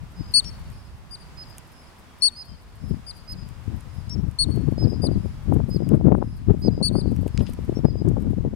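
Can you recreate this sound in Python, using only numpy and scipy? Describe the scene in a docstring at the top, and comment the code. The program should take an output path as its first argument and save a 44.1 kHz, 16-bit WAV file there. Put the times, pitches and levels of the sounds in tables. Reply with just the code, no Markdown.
"""Ground squirrels trade shrill alarm chirps across an open meadow: gliding near-pure tones with overtones and rasp.
The edge of the meadow answers each call with a copy and a scattered tail.
One animal nibbles a fruit close by and dry stalks snap, as bursts of filtered noise; a far bird whistles pure tones.
Wind rises and buffets the microphone, mostly its left port: noise that flow makes louder and higher, plus thumps."""
import sys
import numpy as np
from scipy import signal
from scipy.fft import rfft, irfft, next_fast_len
from scipy.io import wavfile
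from scipy.ndimage import map_coordinates

SR = 44100
rng = np.random.default_rng(int(sys.argv[2]) if len(sys.argv) > 2 else 0)


def generate_wav(signal):
    """Clip the signal to [-1, 1] and save it as 16-bit WAV at the path in sys.argv[1]."""
    frames = np.transpose(np.atleast_2d(signal))
    scaled = np.clip(frames, -1, 1) * 32767
    pcm = np.round(scaled).astype(np.int16)
    wavfile.write(sys.argv[1], SR, pcm)


N = 377055

# the breeze dies down, then freshens from the left:
# t/s, level at the windward left port/dB, level at the sheltered right port/dB
BREEZE = [(0.0, -42.0, -45.0), (0.681, -35.0, -39.0), (0.82, -44.0, -41.5), (1.43, -46.5, -43.5),
          (1.99, -52.0, -54.5), (2.71, -45.0, -50.0), (3.32, -35.5, -49.0), (4.4, -32.0, -50.0),
          (4.56, -21.0, -46.0), (5.14, -19.5, -34.0), (5.398, -30.0, -41.5), (5.72, -22.0, -38),
          (6.131, -17.5, -35.0), (6.36, -31.5, -34), (6.65, -21.5, -36.5), (7.11, -18.5, -33.5),
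          (7.3, -28.0, -40), (8.101, -20.5, -36.5), (8.55, -23.5, -37.0)]


def amp(db):
    """Decibels to gain."""
    return 10 ** (np.asarray(db) / 20)


def unit(x):
    """Scale to rms 1."""
    return x / np.sqrt(np.mean(x ** 2) + 1e-20)


def along(points, hz):
    """Read (f/Hz, value) points at any frequency, on a log axis."""
    f, v = np.transpose(points)
    return np.interp(np.log(hz + 1), np.log(f + 1), v)


def curve(rows, size=N):
    """Join (t/s, value) rows into one value per sample."""
    return np.interp(np.arange(size) / SR, *np.transpose(rows))


def wobble(rate, size=N):
    """A smooth random curve, rate knots a second."""
    knots = rng.standard_normal(4096)
    return map_coordinates(knots, [np.arange(size) * rate / SR], mode="wrap")


def filtered(x, response):
    """Shape the spectrum of x by a response of frequency."""
    n = x.shape[-1]
    m = next_fast_len(n + 8192)
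    spectrum = rfft(x, m) * response(np.fft.rfftfreq(m, 1 / SR))
    return irfft(spectrum, m)[..., :n]


def noise(spectrum, size):
    """Coloured noise of rms 1."""
    white = rng.standard_normal(size)
    return unit(filtered(white, lambda hz: amp(along(spectrum, hz))))


def ports(pan_db):
    """Left and right gains: the farther port is shaded; positive pans left."""
    return amp(np.minimum([[pan_db], [-pan_db]], 0))


def add(track, s, sound):
    """Mix a sound into a track at time s."""
    start = max(round(s * SR), 0)
    part = track[..., start:start + sound.shape[-1]]
    part += sound[..., :part.shape[-1]]


def scattered(rate):
    """Irregular moments, rate a second: rows of (t/s, a normal deviate for the strength)."""
    place, strength = rng.standard_normal((2, 256))
    times = (np.arange(len(place)) + place % 1) / rate
    return np.column_stack([times, strength])[times < N / SR]


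def meadow(sway_db=1.03):
    """The soft hush of open air: a mid and a side noise, mixed wider towards the treble."""
    # colour of the distant air: f/Hz, level per Hz/dB
    air = [(20, -13.5), (40, 4), (130, 4), (250, 0), (470, -7), (750, -6), (980, -4.5), (1460, -9),
           (3200, -15.5), (4300, -19), (5050, -17.5), (6000, -22), (10200, -25), (16000, -34)]
    # likeness of the two ports: f/Hz, left-right correlation
    likeness = [(60, 0.68), (300, 0.53), (1400, 0.39), (3000, 0.039), (15000, 0.095)]
    # the recorder turns the background down briefly after loud thumps, at these set times: t/s, level/dB
    background = [(0, -49.5), (4.4, -50.5), (5.9, -51), (6.09, -54.5), (6.35, -53), (6.5, -53), (7.2, -52),
                  (7.78, -49), (7.87, -54.5), (8.2, -52), (8.55, -53)]

    def mid_side_gains(hz):
        turn = np.arccos(np.clip(along(likeness, hz), -1, 1)) / 2
        return np.array([np.cos(turn), np.sin(turn)])

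    pair = np.array([noise(air, size=N), noise(air, size=N)])
    mid, side = filtered(pair, mid_side_gains)
    level = amp(curve(background) + sway_db * wobble(3.016))
    return level * unit(np.array([mid + side, mid - side]))


def flow():
    """Level of the air flow at the left and right port, in dB: puffs swell and die on the breeze, adding in power."""
    # separate puffs that strike the microphone: peak t/s, length/s, peak level/dB
    puffs = [(0.025, 0.039, -29.5), (0.197, 0.046, -27.5), (0.456, 0.048, -26.5), (2.509, 0.05, -34.5),
             (2.836, 0.038, -24.0), (2.927, 0.072, -19.0), (3.352, 0.055, -25.0), (3.433, 0.051, -29.0),
             (3.719, 0.1, -23.0), (4.187, 0.17, -21.5), (4.491, 0.097, -17.5), (4.844, 0.085, -13.5),
             (5.082, 0.099, -14), (5.54, 0.089, -11.5), (5.929, 0.086, -13), (6.086, 0.099, -11.5),
             (6.495, 0.03, -11), (6.673, 0.046, -16.5), (6.976, 0.084, -16.5), (7.4, 0.058, -16.5),
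             (7.691, 0.022, -13.5), (7.849, 0.021, -7.0), (8.078, 0.083, -15), (8.258, 0.093, -17),
             (8.466, 0.032, -13)]
    rise_over_fall = .8  # ratio of the times
    lee_db = -22  # a puff at the sheltered port
    t = np.arange(N) / SR
    power = np.zeros(N)
    for s, length, db in puffs:
        u = (t - s) / (length / 2)
        near = np.abs(u) < 4
        side = np.where(u[near] < 0, rise_over_fall, 1)
        power[near] += amp(db) ** 2 * np.exp(-(u[near] / side) ** 2)
    times, left_db, right_db = np.transpose(BREEZE)
    return [10 * np.log10(amp(np.interp(t, times, breeze_db)) ** 2 + share ** 2 * power)
            for breeze_db, share in ((left_db, 1), (right_db, amp(lee_db)))]


def buffet(level_db, lump_db, trim_db, swell_db, reference_db=-18, calm=.45):
    """Eddies pass a port: faster flow makes them both louder and higher."""
    # turbulence at the reference flow: f/Hz, level per Hz/dB
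    turbulence = [(15, -7), (60, 3.5), (130, 3), (210, -2.5), (300, -8), (450, -22.5), (700, -34),
                  (1000, -39.5), (1500, -52.5), (3000, -61), (6000, -120)]
    flow_db = level_db + lump_db * wobble(100)
    speed = np.clip(calm + (1 - calm) * amp(flow_db - reference_db) ** .62, 0, 1.5)
    eddies = noise(turbulence, size=2 * N)
    # reading the noise faster raises its pitch
    passing = map_coordinates(eddies, [np.cumsum(speed)], order=1)
    return amp(flow_db + swell_db * wobble(22) + trim_db) * passing


def thump(width_ms, wake_db=-11):
    """A vortex, a core of low pressure between two shoulders, with a few weaker, broader companions."""
    ms = np.arange(-SR // 25, SR // 25) * 1000 / SR
    vortex = lambda u: (1.5 * u ** 2 - 1) / (1 + u ** 2 / 2) ** 3
    wake = np.zeros(len(ms))
    for lag, spread, size in rng.standard_normal((4, 3)):
        wake += size * vortex((ms - 7 * lag) / (width_ms * amp(2 * abs(spread))))
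    return vortex(ms / width_ms) + amp(wake_db) * wake


def wind(low_cut_hz=42):
    """Buffeting at both ports, with single vortices thumping the windward one."""
    # the hardest eddies thump the left port: t/s, core level/dB, half width/ms
    thumps = [(4.827, -10, 0.88), (5.042, -5.5, 0.78), (5.525, -9, 0.53), (5.603, -14.5, 0.58),
              (5.765, -5.5, 1.3), (5.92, -7.5, 0.86), (6.012, -13, .7), (6.084, -1, .8), (6.121, -.5, 0.62),
              (6.151, -7, 0.46), (6.226, -7, 0.52), (6.486, 0.5, 2.18), (6.683, 0.5, 0.95),
              (6.814, -9, 0.76), (6.954, -10.5, 0.53), (7.265, -9, 0.93), (7.695, -5.5, 1.14),
              (7.772, -7, 1.21), (8.169, -13.5, 0.59), (8.451, -10, .9)]
    # lesser eddies come at random, as strong as the breeze that carries them
    eddies_per_s, over_flow_db, scatter_db, eddy_width_ms = 11, 9, 0.5, 0.97
    onset_db, top_db = -27, -10  # the breeze at which they begin to shed; their highest level
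    left_db, right_db = flow()
    left = buffet(left_db, lump_db=3.0, trim_db=-0.28, swell_db=1.64)
    right = buffet(right_db, lump_db=2.0, trim_db=2, swell_db=1.4)
    times, breeze_db, _ = np.transpose(BREEZE)
    shed = []
    for s, chance in scattered(eddies_per_s):
        carrier_db = np.interp(s, times, breeze_db)
        if carrier_db > onset_db:
            eddy_db = min(carrier_db + over_flow_db + scatter_db * chance, top_db)
            shed.append((s, eddy_db, eddy_width_ms))
    for s, db, width_ms in thumps + shed:
        push = thump(width_ms)
        add(left, s - len(push) / 2 / SR, amp(db) * push)
    # the capsules lose the deepest pressure swings
    return filtered(np.array([left, right]), lambda hz: 1j * hz / (low_cut_hz + 1j * hz))


def bird():
    """Faint, slightly falling whistles: one unsteady sine each, swelling and fading."""
    # whistles: t/s, length/s, f/Hz, level/dB
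    whistles = [(2.064, 0.1, 3280, -67), (2.475, 0.083, 3140, -63.5), (5.348, 0.1322, 3350, -70)]
    out = np.zeros((2, N))
    for s, length, hz, db in whistles:
        u = np.linspace(0, 1, round(length * SR))
        pitch = hz * (1 - 0.01 * (u - .5) + 0.0047 * wobble(153, size=len(u)))
        swell = np.sqrt(2 * np.abs(np.sin(np.pi * u)))
        tone = np.sin(2 * np.pi * np.cumsum(pitch) / SR)
        add(out, s, amp(db) * ports(3.2) * swell * tone)
    return out


def crack(spectrum, t60, grain_db=4):
    """A brittle burst of peak 1: fibres give way one after another, partly alike at both ports."""
    t = np.arange(SR // 6) / SR
    shared, left, right = (noise(spectrum, size=len(t)) for _ in range(3))
    onset = 1 - np.exp(-t / 0.00024)
    fibres = amp(grain_db * wobble(600, size=len(t)) - 60 * t / t60) * onset
    burst = (shared + 0.2 * np.array([left, right])) * fibres
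    return burst / np.abs(burst).max()


def stalks():
    """Dry stalks snap: cracks of noise, each with its own brightness and decay."""
    # snaps: t/s, peak level/dB, brightness/dB per octave, t60/s, left-right/dB
    snaps = [(0.4418, -30.5, 4, 0.039, -3), (4.097, -30.5, 10.5, 0.006, 1),
             (7.3757, -20.5, -3.5, 0.0093, -1.5), (7.393, -35, -3, 0.054, 3), (7.405, -35, -6.5, 0.08, -10),
             (7.465, -33, -5, 0.15, 14), (8.0862, -35, 17, 0.018, 0.5)]
    # colour of a snap before its brightness tilt: f/Hz, level per Hz/dB
    stalk = [(500, -31), (1400, -10), (3000, 8), (4500, 3), (7000, -1.5), (10000, -7.5), (16000, -52)]
    out = np.zeros((2, N))
    for s, db, bright_db, t60, pan_db in snaps:
        colour = [(hz, level + bright_db * np.log2(hz / 4000)) for hz, level in stalk]
        add(out, s, amp(db) * ports(pan_db) * crack(colour, t60))
    return out


def bite():
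    """The skin breaks with a sharp click, then the flesh crunches: a short crack over a longer, weaker one."""
    # colour of a bite: f/Hz, level per Hz/dB
    colour = [(1180, -34), (2000, -9), (2980, 0.5), (4410, -33), (4940, -9.5), (9250, -2), (12900, -7),
              (16000, -22)]
    click_t60_s, crunch_t60_s, crunch_db = .007, .03, -23
    return crack(colour, click_t60_s) + amp(crunch_db) * crack(colour, crunch_t60_s)


def rustle():
    """A soft, high, grainy noise that swells and fades evenly around its middle."""
    # colour of the rustle: f/Hz, level per Hz/dB
    colour = [(4000, -24), (7000, -12.5), (8800, 1), (11000, -4.5), (13000, 0), (16000, -19)]
    half_length_s = 0.014
    t = np.arange(-SR // 12, SR // 12) / SR
    grain = amp(4.4 * wobble(400, size=len(t)))
    return noise(colour, size=len(t)) * grain * np.exp(-(t / half_length_s) ** 2)


def nibbling(bite_db=4, rustle_db=-4):
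    """Bites click in the fruit; a soft, high noise swells and fades around each, and faintly at random between."""
    # the crispest bites: t/s, click level before bite_db/dB, rustle level before rustle_db/dB
    bites = [(0.7013, -47, -75), (1.582, -32.5, -55), (3.298, -46.5, -62.5), (3.3203, -43, -54),
             (3.4885, -40.5, -63.5), (3.8076, -43, -65), (4.3127, -44, -73), (4.561, -43.5, -56.5),
             (5.5415, -43, -53), (5.7, -51, -57), (5.89, -38, -66), (7.1188, -51, -63), (7.164, -42.5, -63),
             (7.279, -36, -55), (7.497, -48, -55), (7.535, -38.5, -55)]
    faint_per_s, faint_db, faint_scatter_db = 5.9, -65, 3  # random rustles, level before rustle_db
    out = np.zeros((2, N))
    for s, db, _ in bites:
        add(out, s, amp(db + bite_db) * bite())
    rustles = [(s, db) for s, _, db in bites]
    rustles += [(s, faint_db + faint_scatter_db * chance) for s, chance in scattered(faint_per_s)]
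    for s, db in rustles:
        soft = rustle()
        add(out, s - len(soft) / 2 / SR, amp(db + rustle_db) * soft)
    return out


def echo(sound, delay, mirror_db=-9, grass_db=-13, trunk_db=-16, trunk_spread_s=0.09, count=4):
    """Grass scatters a little at once; the meadow's edge then returns a copy, a few later ones and a long scatter."""
    # scattered returns after the first echo: t/s, relative level/dB
    scatter = [(0, -5.5), (.015, -3), (.04, -11), (.11, -21), (.22, -27.5), (.42, -31), (.8, -67.5)]
    edge = round(delay * SR)
    shape = amp(np.concatenate([np.full(edge, grass_db), curve(scatter, size=SR)]))
    tail = rng.standard_normal((2, len(shape))) * shape / np.linalg.norm(shape)
    tail[:, edge] += amp(mirror_db)
    for far in rng.random(count):
        tail[:, edge + round(far * trunk_spread_s * SR)] += amp(trunk_db - 12 * far)
    return signal.fftconvolve(sound[None], tail, axes=1)


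def chirp(length, hz, overtone_db, lead_ms, fade, rise_db, scoop,
          jitter=0.002, third_db=-40, rasp_db=-37, attack=.0018):
    """A nearly pure squeak with overtones and breathy rasp, shifted in phase between the two ports."""
    # the pitch arches, then drops: share of the length, share of the pitch
    arch = [(0, .972), (.12, .989), (.33, .997), (.56, 1.002), (.68, .999), (.76, .987), (.82, .955),
            (.9, .865), (1, .78)]
    # the call swells, then fades as it drops: share of the length, level before the fade depth/dB
    swell = [(0, -7.5), (.12, -3.5), (.33, -1.4), (.58, -2), (.72, -5), (.82, -5.5), (.9, -22.5),
             (1, -22.5)]
    t = np.arange(SR // 6) / SR
    u = np.minimum(t / length, 1)
    bend = 1 - scoop * np.exp(-u / 0.13) + jitter * wobble(710, size=len(t))
    pitch = hz * np.interp(u, *np.transpose(arch)) * bend
    gate = np.clip(t / attack, 0, 1) * np.clip((length - t) / 0.0055, 0, 1)
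    swell_db = fade * np.interp(u, *np.transpose(swell))
    effort = amp(swell_db + rise_db * (u - .5) + .15 * wobble(230, size=len(t)))
    lead = np.array([[.5], [-.5]]) * lead_ms / 1000
    phase = 2 * np.pi * (np.cumsum(pitch) / SR + pitch * lead)
    overtones = amp(overtone_db) * np.sin(2 * phase) + amp(third_db) * np.sin(3 * phase)
    rasp = amp(rasp_db) * noise([(2000, -34.0), (4500, -7), (9000, -7), (15000, -25.5)], size=len(t))
    # the overtones grow faster with effort than the fundamental, the rasp slower
    voice = effort * np.sqrt(2) * (np.sin(phase) + effort ** 0.12 * overtones)
    return gate * (voice + np.sqrt(effort) * rasp)


def squirrels(edge_pan_db=9):
    """Five animals call from their own places; their dulled echoes come from the left."""
    # callers: octave overtone/dB, left-right/dB, depth of the fade (factor), crescendo/dB
    callers = { "near": (-6, 10.5, 1.0, -1), "shrill": (-8, 9.5, 0.3, 10), "right": (-20.5, -6, 0.72, 9.5),
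               "high": (-29, 11, 1.5, 6.5), "far": (-4.5, -20, 0.3, 6), }
    # the callers' paths to the microphone: left lead/ms, echo delay/s
    paths = {"near": (.074, .094), "shrill": (.066, .065), "right": (-.04, .085), "high": (.048, .055),
             "far": (.052, .035)}
    # how far below the arch each caller starts: share of the pitch (negative = above)
    scoops = {"near": 0, "shrill": 0, "right": 0, "high": .03, "far": -.02}
    # alarm chirps: t/s, caller, length/s, f/Hz, level/dB, echo level/dB
    chirps = [ (0.157, "right", 0.085, 5010, -51, -47), (0.338, "near", 0.074, 4500, -9.5, -39),
              (0.442, "high", 0.068, 5530, -33.5, -59), (0.718, "far", 0.13, 5098, -62, -60),
              (1.109, "shrill", 0.052, 4818, -36, -49.5), (1.372, "right", 0.074, 5040, -37.5, -46.5),
              (1.716, "far", 0.15, 5110, -60.5, -60), (2.208, "high", 0.074, 5470, -34.5, -62),
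              (2.22, "near", 0.077, 4476, -11, -39), (2.361, "right", 0.079, 5020, -35, -49),
              (2.802, "far", 0.12, 5110, -60, -59.5), (3.065, "shrill", 0.053, 4865, -34.5, -49),
              (3.276, "right", 0.071, 5032, -35, -45.5), (3.895, "far", 0.14, 5060, -61.5, -60),
              (4.092, "high", 0.069, 5490, -31.5, -57), (4.387, "near", 0.065, 4435, -14.5, -41.5),
              (4.778, "right", 0.08, 5076, -36, -42.5), (5.018, "shrill", 0.06, 4826, -30, -52),
              (5.187, "far", .12, 5100, -63, -61), (5.702, "right", 0.078, 5030, -39.5, -50.5),
              (6.204, "far", 0.15, 5084, -64, -59.5), (6.619, "right", 0.075, 4990, -34.5, -51),
              (6.826, "near", 0.073, 4504, -17.5, -40), (6.956, "shrill", .064, 4850, -36.5, -51.5),
              (7.303, "far", 0.15, 5082, -64, -53.5), (7.746, "high", 0.057, 5490, -44, -66),
              (7.846, "right", 0.076, 5000, -48.5, -51), ]
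    out = np.zeros((2, N))
    for s, caller, length, hz, db, echo_db in chirps:
        overtone_db, pan_db, fade, rise_db = callers[caller]
        lead_ms, delay = paths[caller]
        call = chirp(length, hz, overtone_db, lead_ms, fade, rise_db, scoops[caller])
        add(out, s, amp(db) * call * ports(pan_db))
        dulled = filtered(call[0], lambda f: amp(along([(5000, -0.5), (10000, -4.0)], f)))
        add(out, s, amp(echo_db) * echo(dulled, delay) * ports(edge_pan_db))
    return out


def scene():
    """Everything that reaches the microphone."""
    return meadow() + wind() + bird() + stalks() + nibbling() + squirrels()


def record(dry, top_hz=16100):
    """The loudest peaks round off towards full scale; the band ends at top_hz."""
    held = dry / (1 + dry ** 6) ** (1 / 6)
    return filtered(held, lambda hz: hz < top_hz)


dry = scene()
out = record(dry)
generate_wav(out)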